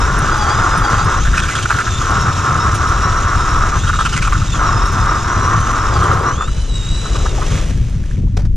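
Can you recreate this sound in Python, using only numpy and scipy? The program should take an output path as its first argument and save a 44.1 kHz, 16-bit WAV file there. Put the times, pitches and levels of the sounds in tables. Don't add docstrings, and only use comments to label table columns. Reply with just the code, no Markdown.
import sys
import numpy as np
from scipy import signal
from scipy.fft import rfft, irfft
from scipy.io import wavfile

SR = 44100
rng = np.random.default_rng(int(sys.argv[2]) if len(sys.argv) > 2 else 0)


def wrap_up_sound(samples):
    columns = np.atleast_2d(samples).T
    tamed = np.clip(columns, -1, 1)
    steps = np.round(tamed * 32767).astype(np.int16)
    wavfile.write(sys.argv[1], SR, steps)


N = 377496
T = np.arange(N) / SR


def gain_of(db):
    return 10 ** (np.asarray(db) / 20)


def evened(x):
    return x / np.sqrt(np.mean(x ** 2) + 1e-20)


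def read(points, hz):
    f, value = np.transpose(points)
    return np.interp(np.log(hz + 1), np.log(f + 1), value)


def over_time(points):
    return np.interp(T, *np.transpose(points))


def level(rows, column=1):
    rows = np.array(rows)
    return gain_of(np.interp(T, rows[:, 0], rows[:, column], left=-120, right=-120))


def add(mix, start_s, sound):
    part = mix[round(start_s * SR):][:len(sound)]
    part += sound[:len(part)]


def coloured(x, points):
    hz = np.fft.rfftfreq(len(x), 1 / SR)
    inside = (hz > points[0][0]) & (hz < points[-1][0])
    spectrum = rfft(x) * gain_of(read(points, hz)) * inside
    return evened(irfft(spectrum, len(x)))


def drift(hz):
    return evened(signal.lfilter(*signal.butter(2, hz, fs=SR), rng.standard_normal(N)))


def chips(per_s, spread_db):
    big = gain_of(spread_db * np.minimum(rng.exponential(1, N), 5))
    return big * rng.standard_normal(N) * (rng.random(N) < per_s / SR)


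def bursts(rows, carrier, rise_s):
    gate = np.zeros(N)
    t = np.arange(SR // 8) / SR
    for start_s, db, length_s in rows:
        fall = np.exp(-(t / max(length_s, .003)) ** 2)
        add(gate, start_s, gain_of(db) * (1 - np.exp(-t / rise_s)) * fall)
    return gate * carrier


def resonate(x, hz, width_hz):
    turn = np.exp(2j * np.pi * np.cumsum(hz * np.ones(len(x))) / SR)
    r = np.exp(-np.pi * width_hz / SR)
    smooth = signal.lfilter([1 - r], [1, -r], x / turn)
    return evened((turn * smooth).real)


# (time [s], low buffeting level [dB], rumble level [dB])
WIND_LEVEL = [(0.0, -16, -16.5), (1.02, -21, -18.5), (1.29, -11.5, -15.5), (1.52, -27, -23.5),
              (2.19, -17.5, -16.5), (2.5, -29, -19), (2.91, -17, -18), (5.91, -18.5, -18.5),
              (6.17, -22, -11), (6.25, -29, -21.5), (6.51, -15.5, -21), (7.91, -14.5, -17.5),
              (8.49, -15.5, -15.5), (8.56, -10, -21)]
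# (frequency [Hz], relative density [dB per Hz])
BUFFET_COLOUR = [(5, -34), (14, -10), (28, -9.5), (45, -5.5), (70, -14.5)]
RUMBLE_COLOUR = [(45, -27.5), (65, -1), (100, -0.5), (150, -7), (220, -18.5), (340, -27), (560, -50),
                 (1000, -79)]


def wind():
    buffet = level(WIND_LEVEL) * coloured(rng.standard_normal(N), BUFFET_COLOUR)
    unevenness = gain_of(2.83 * drift(15.6))
    rumble = coloured(rng.standard_normal(N) * unevenness, RUMBLE_COLOUR)
    return buffet + level(WIND_LEVEL, column=2) * rumble


# (time [s], relative level [dB], length [s])
CRUNCHES = [(8.329, -47, 0.009), (8.369, -12.5, 0.011), (8.387, -24, 0.023), (8.418, -34, 0.018),
            (8.449, -26.5, 0.013), (8.468, -38, 0.009)]
# (time [s], level [dB], length [s])
SHUFFLES = [(7.92, -25, 0.035), (8.17, -18, 0.045), (8.22, -20, 0.044)]
# (frequency [Hz], relative density [dB per Hz])
CRUNCH_COLOUR = [(240, -31), (400, -3), (1100, -14.5), (1330, -10.5), (2930, -22), (5890, -21.5),
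                 (13900, -46)]
SHUFFLE_COLOUR = [(150, 9), (250, 9), (450, -9), (800, -27), (1200, -40)]


def snow():
    crust = gain_of(-5.5) * bursts(CRUNCHES, coloured(chips(5700, 2.7), CRUNCH_COLOUR), 0.0011)
    boot = bursts(SHUFFLES, coloured(chips(3000, 1.1), SHUFFLE_COLOUR), 0.01)
    return crust + boot


# (time [s], peak [dB], first [Hz], last [Hz], length [s])
GULP = (7.375, -22, 980, 520, .032)


def gulp():
    start_s, db, first_hz, last_hz, length_s = GULP
    out, u = np.zeros(N), np.linspace(0, 1, round(length_s * SR))
    cycles = length_s * (first_hz * u + (last_hz - first_hz) * u ** 2 / 2)
    add(out, start_s, gain_of(db) * np.sin(np.pi * u) * np.sin(2 * np.pi * cycles))
    return out


# (time [s], level [dB])
GUSH = [(7.2, -77), (7.36, -31), (7.5, -26), (7.64, -28.5), (7.75, -35.5), (7.95, -41), (8.15, -41.5),
        (8.25, -48.5), (8.56, -55)]
# (frequency [Hz], relative density [dB per Hz])
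GUSH_COLOUR = [(250, -5), (450, -1), (800, -11.5), (1500, -9), (3500, -11.5), (4600, -17), (6200, -11.5),
               (10000, -27.5), (13500, -44)]
# (time [s], level [dB])
SLOSH = [(5.9, -30), (6.1, -24.5), (6.35, -35.5), (6.95, -44), (7.1, -32), (7.35, -28.5), (7.6, -46),
         (7.75, -53)]
# (time [s], peak [dB], starting bubble tone [Hz])
DRIPS = [(7.8594, -44, 2540), (7.9169, -43, 1120), (7.9494, -38, 1720), (8.0381, -30, 1550),
         (8.1115, -27, 1600), (8.15, -37, 3170), (8.1694, -34, 2150), (8.272, -35, 820)]
SLOSH_HZ, SLOSH_WIDTH_HZ = 364, 320
BUBBLE_CYCLES = 41


def water():
    t = np.arange(SR // 10) / SR
    spray = gain_of(drift(45)) * coloured(chips(4900, 0.63), GUSH_COLOUR)
    spatter = resonate(chips(90, 1.6), 6300, 2500)
    churn = resonate(chips(1500, 2.4), SLOSH_HZ, SLOSH_WIDTH_HZ)
    out = level(GUSH) * (spray + 0.098 * spatter)
    out += level(SLOSH) * resonate(churn, SLOSH_HZ, SLOSH_WIDTH_HZ)
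    for start_s, db, hz in DRIPS:
        decay = gain_of(db - 60 * t * hz / BUBBLE_CYCLES)
        add(out, start_s, decay * np.sin(2 * np.pi * hz * (t + 16.0 * t ** 2)))
    return out


# (start [s], end [s], relative level [dB])
THROWS = [(1.32, 1.82, -18), (4.0, 4.37, -19)]
SHARDS_PER_S, SHARD_LOW_HZ, SHARD_HIGH_HZ, SHARD_PEAK_S = 170, 1600, 5500, .0015


def shavings():
    out, t = np.zeros(N), np.arange(SR // 40) / SR
    shape = 0.5 * t / SHARD_PEAK_S * np.exp(1 - t / SHARD_PEAK_S)
    for on, off, db in THROWS:
        for when, pitch, size in rng.random((round(SHARDS_PER_S * (off - on)), 3)):
            hz = SHARD_LOW_HZ * (SHARD_HIGH_HZ / SHARD_LOW_HZ) ** (pitch ** 1.4)
            ring = resonate(rng.standard_normal(len(t)), hz, 300) * shape
            add(out, on + when * (off - on), gain_of(db - 9 * pitch - 14 * size) * ring)
    return out


# (start [s], end [s], level [dB])
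CONTACT = [(-.1, 1.187, -16), (1.2, 2.04, -26), (2.003, 3.764, -16.5), (3.785, 4.5, -31),
           (4.532, 6.308, -17), (6.328, 6.445, -28.5), (6.445, 7.05, -49), (7.026, 7.59, -34.5)]
BITE_IN_S, LIFT_OFF_S = 0.013, 0.034


def contact():
    total = np.zeros(N)
    for on, off, db in CONTACT:
        ramps = np.minimum((T - on) / BITE_IN_S, 1 + (off - T) / LIFT_OFF_S)
        total += gain_of(db) * np.clip(ramps, 0, 1)
    return total


# (time [s], relative level [dB])
PINGS = [(0.0548, -34), (0.182, -23), (0.3676, -28), (0.4354, -31), (0.7682, -22), (0.7976, -29),
         (0.8914, -30), (1.041, -29), (2.0991, -28), (2.2089, -26), (2.7412, -25), (2.8809, -30),
         (4.8564, -26), (4.9177, -27), (5.1397, -31), (5.5982, -30), (5.96, -44), (6.03, -31),
         (6.0596, -30), (6.1, -37), (6.1355, -29), (6.18, -31), (6.215, -34)]
# (frequency [Hz], relative level [dB], t60 [s])
STEEL = [(6200, -2, 0.034), (5900, 3, 0.079), (8150, -8, .04), (9015, 2.5, 0.05), (10000, -10, .02),
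         (11100, -14, .015), (12200, -5, .015), (13030, -14, .03)]


def steel():
    t = np.arange(SR // 8) / SR
    modes = sum(gain_of(db - 60 * t / t60) * np.sin(2 * np.pi * hz * t) for hz, db, t60 in STEEL)
    strikes = bursts([(s, db - 20, .017) for s, db in PINGS], chips(1500, 1.0), 0.0018)
    patter = gain_of(-48) * contact() * chips(400, 3.8)
    return signal.oaconvolve(strikes + patter, modes)[:N]


# (time [s], resonance [Hz])
HOLE = [(0, 1460), (1.2, 1350), (2, 1360), (6.3, 1137), (7, 1100)]
# (time [s], nominal peak [dB], relative treble share [dB])
KNOCKS = [(1.2504, -11.5, -26), (1.2725, -22, -22), (1.33, -6.5, -20), (1.3703, -8, -7),
          (1.3924, -11.5, -9), (1.4214, -12, -9), (1.4374, -16, -11), (1.4824, -9, -9), (1.5074, -23, 2),
          (1.5514, -10, -5.5), (1.5838, -12, -7), (1.6245, -14, -3), (1.652, -9.5, -14), (1.698, -1.5, -18),
          (1.7404, -10, -17), (1.7864, -7, -13), (1.8655, -12, -26), (3.8312, -15, -20.5),
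          (3.8691, -10, -11), (3.8915, -7.5, -28), (3.929, -8, -26), (3.988, -4, -13.5), (4.0494, -7, -7.5),
          (4.0904, -25, -1.5), (4.1254, -11.5, -5), (4.1615, -13.5, -2.5), (4.218, -13.5, -2),
          (4.2424, -11.5, -10), (4.2724, -5, -15), (4.3226, -3.5, -14), (4.343, -13, -27),
          (4.4154, -11, -18), (6.027, -9, -13), (6.1296, -26, -20), (6.169, -10, -21), (6.405, -10.5, -21),
          (6.4734, -19, -23), (7.052, -20, -21), (7.1524, -12, -15), (7.255, -8.5, -18),
          (7.4124, -11.5, -21)]
# (frequency [Hz], relative density [dB per Hz])
KNOCK_TREBLE = [(1500, -47), (2000, 5.5), (2700, 3), (3700, -4.5), (4400, -2), (6200, 0.5), (8800, -4.5),
                (10500, -24), (13800, -58)]
KNOCK_MEAN_S, KNOCK_SPREAD = 0.026, 0.52
RING_RISE, RING_DROP_PER_DB, HARD_DB = 1.1, .011, -15
CREST_DB, CRUNCH_DB = 7.5, -2


def knocks():
    out, grit, t = np.zeros(N), chips(6000, 3.2), np.arange(SR // 8) / SR
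    spray = coloured(grit, KNOCK_TREBLE)
    chance = rng.uniform(-1, 1, (len(KNOCKS), 2))
    for (start_s, db, share_db), (lump, linger) in zip(KNOCKS, chance):
        first = round(start_s * SR)
        at = slice(first, first + len(t))
        hz = np.interp(start_s, *np.transpose(HOLE)) * (RING_RISE - RING_DROP_PER_DB * (db - HARD_DB))
        ring = resonate(resonate(grit[at], hz, 420), hz, 420)
        crunch = spray[at] + 1.03 * resonate(spray[at], 2600 + 900 * lump, 300)
        length_s = KNOCK_MEAN_S * (1 + KNOCK_SPREAD * linger)
        shape = (1 - np.exp(-t / 0.0016)) * np.exp(-(t / length_s) ** 4)
        strike = ring + gain_of(share_db + CRUNCH_DB) * crunch
        add(out, start_s, gain_of(db - CREST_DB) * shape * strike)
    return out


# (time [s], level [dB])
HISS = [(0, -27), (1.9, -27), (3.75, -29), (6, -29), (6.5, -36), (7.25, -29), (7.4, -35.5), (7.6, -38)]
# (frequency [Hz], relative density [dB per Hz])
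HISS_COLOUR = [(500, -50), (800, -3), (1340, 2), (2130, -6.5), (2700, -3), (3050, -5), (3800, -3),
               (4400, -10.5), (5400, -4.5), (6600, -1.5), (7600, -9.5), (9500, -21.5), (11500, -30),
               (13200, -32), (13700, -50)]
SHEET_COLOUR = [(140, -18), (200, 3), (350, 6.5), (550, -0.5), (800, -5)]


def hiss():
    rush = gain_of(1.14 * drift(18)) * coloured(chips(9000, 0.67), HISS_COLOUR)
    shake = gain_of(-7) * coloured(rng.standard_normal(N), SHEET_COLOUR)
    return level(HISS) * (rush + shake)


# (time [s], slot tone [Hz])
SPEEDS = [
    [(0, 2680), (.2, 2790), (.27, 2460), (.37, 2440), (.48, 2260), (.57, 2560), (.8, 2520), (.85, 2350),
     (1.01, 2295), (1.06, 2570), (1.16, 2660), (1.28, 3660), (1.32, 3800), (1.38, 3700)],
    [(1.9, 3660), (1.95, 3490), (1.98, 3620), (2.05, 3150), (2.12, 2690), (2.4, 2710), (2.58, 2580),
     (2.65, 2760), (3.23, 2810), (3.43, 2680), (3.5, 2780), (3.69, 2760), (3.77, 2990), (3.85, 3810),
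     (4.04, 3740)],
    [(4.47, 3750), (4.54, 3510), (4.62, 2920), (4.75, 2590), (4.85, 2740), (5.03, 2570), (5.11, 2800),
     (5.18, 2500), (5.31, 2890), (5.46, 2840), (5.6, 3070), (5.7, 3030), (5.76, 2690), (5.86, 2770),
     (5.97, 2330), (6.03, 2030), (6.07, 2280), (6.11, 2250), (6.15, 1930), (6.27, 2830), (6.32, 2950),
     (6.4, 3550), (6.44, 3510), (6.49, 3920), (6.66, 4040), (6.72, 3870), (6.83, 3770), (7, 3935),
     (7.26, 3905), (7.32, 3600)],
]
# (slot tone [Hz], its relative level [dB], octave relative level [dB])
WHINE = [(1900, -55, -52), (2100, -55, -45), (2750, -54, -40), (3100, -47, -39), (3550, -37, -42),
         (3800, -37, -46), (4040, -38, -50)]
# (time [s], extra level [dB])
WHINE_LEVEL = [(1.12, -1), (1.22, 3), (1.3, -6), (1.9, 3), (2.1, -1), (3.8, 0), (3.9, -5), (4.5, -1),
               (6.03, 0), (6.1, -8), (6.25, -2), (6.44, 0), (6.5, -8), (6.67, -10), (6.71, 2), (7.1, 1),
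               (7.17, -5)]
# (multiple of slot tone [1], level against its WHINE strength [dB])
GEARS = [(.75, -11), (1.22, -18), (1.4, -19), (2.31, -20)]
# (multiple of slot tone [1], level against octave WHINE strength [dB])
MESH = [(.353, 3), (1.4, -8)]
WHINE_FADE_S = .03
LOADED_HZ, UNLOAD_HZ, MOST_LOAD = 3300, 600, 2.2


def whine():
    speed = over_time(np.concatenate(SPEEDS))
    load = np.clip((LOADED_HZ - speed) / UNLOAD_HZ, 0, MOST_LOAD)
    wobble = 1 + (.004 + .004 * load) * drift(70)
    flutter = gain_of((1.5 + 2 * load) * drift(12) + 2.5 * drift(70))
    heard = np.zeros(N)
    for rows in SPEEDS:
        inside_s = np.minimum(T - rows[0][0], rows[-1][0] - T)
        heard += np.clip(inside_s / WHINE_FADE_S + .5, 0, 1)
    turn = 2 * np.pi * np.cumsum(speed * wobble) / SR
    facing = gain_of(over_time(WHINE_LEVEL))
    slot = facing * np.sin(turn) + sum(gain_of(db) * np.sin(k * turn) for k, db in GEARS)
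    mesh = sum(gain_of(db) * np.sin(k * turn) for k, db in MESH)
    octave = facing * np.sin(2 * turn) + load * mesh
    hz, slot_db, octave_db = np.transpose(WHINE)
    slot_gain = gain_of(np.interp(speed, hz, slot_db))
    octave_gain = gain_of(np.interp(speed, hz, octave_db))
    return 2 * flutter * heard * (slot_gain * slot + octave_gain * octave)


# (frequency [Hz], relative density [dB per Hz])
GRIND_COLOUR = [(500, -54), (700, -20), (900, -14.5), (1070, -4.5), (1300, -2.5), (1600, -11.5),
                (2100, -21.5), (2600, -32), (3200, -46)]


def blades():
    bite = gain_of(1.7 * np.sin(2 * np.pi * 6.1 * T + 3.9 * drift(0.68)) + 0.53 * drift(22))
    surge = gain_of(1.5 * drift(7))
    breaking = chips(5000, 0.53) * bite * surge
    auger = coloured(breaking, GRIND_COLOUR)
    hole = resonate(auger, over_time(HOLE), 230)
    sheet = gain_of(-14) * coloured(breaking, SHEET_COLOUR)
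    return contact() * (evened(2.9 * auger + hole) + sheet)


# (frequency [Hz], share of power in common [0..1])
SAME = [(60, .98), (250, .96), (600, .94), (1300, .98), (2800, .96), (5000, .88), (8000, .64), (13500, .62)]
# (frequency [Hz], left minus right [dB])
LEAN = [(60, 2), (130, 1), (300, 3), (600, 12), (1200, -0.5), (2500, -1.5), (6000, 0.5), (8500, -8.5),
        (10500, -5.5), (13000, 1)]
# (frequency [Hz], left lead [rad])
LEAD = [(0, -0.43), (520, 0.34), (780, 0.7), (2580, 0.44), (4570, -0.32), (7060, -0.8), (7840, -1.5),
        (8530, -1.9), (10500, 0.15), (13700, -0.2)]


def scene():
    sound = wind() + snow() + gulp() + water() + shavings() + steel() + knocks()
    sound += hiss() + whine() + blades()
    hz, _, z = signal.stft(sound, SR, nperseg=512, noverlap=384)
    alike = np.sqrt(np.clip(read(SAME, hz), 0, 1))[:, None]
    tilt = (gain_of(read(LEAN, hz) / 2) * np.exp(.5j * read(LEAD, hz)))[:, None]
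    phase = 2 * np.pi * rng.random((z.shape[1], len(hz), 2)).T
    scattered = 2 * abs(z) * np.exp(1j * phase)
    ports = (alike * z + np.sqrt(1 - alike ** 2) * scattered) * np.array([tilt, 1 / tilt])
    return signal.istft(ports, SR, nperseg=512, noverlap=384)[1][:, :N]


EDGE_HZ = 14100


def record(dry):
    soft = np.tanh(dry)
    low_pass = signal.firwin(511, EDGE_HZ, window=("kaiser", 9), fs=SR)
    return signal.oaconvolve(soft, low_pass[None], "same")


dry = scene()
out = record(dry)
wrap_up_sound(out)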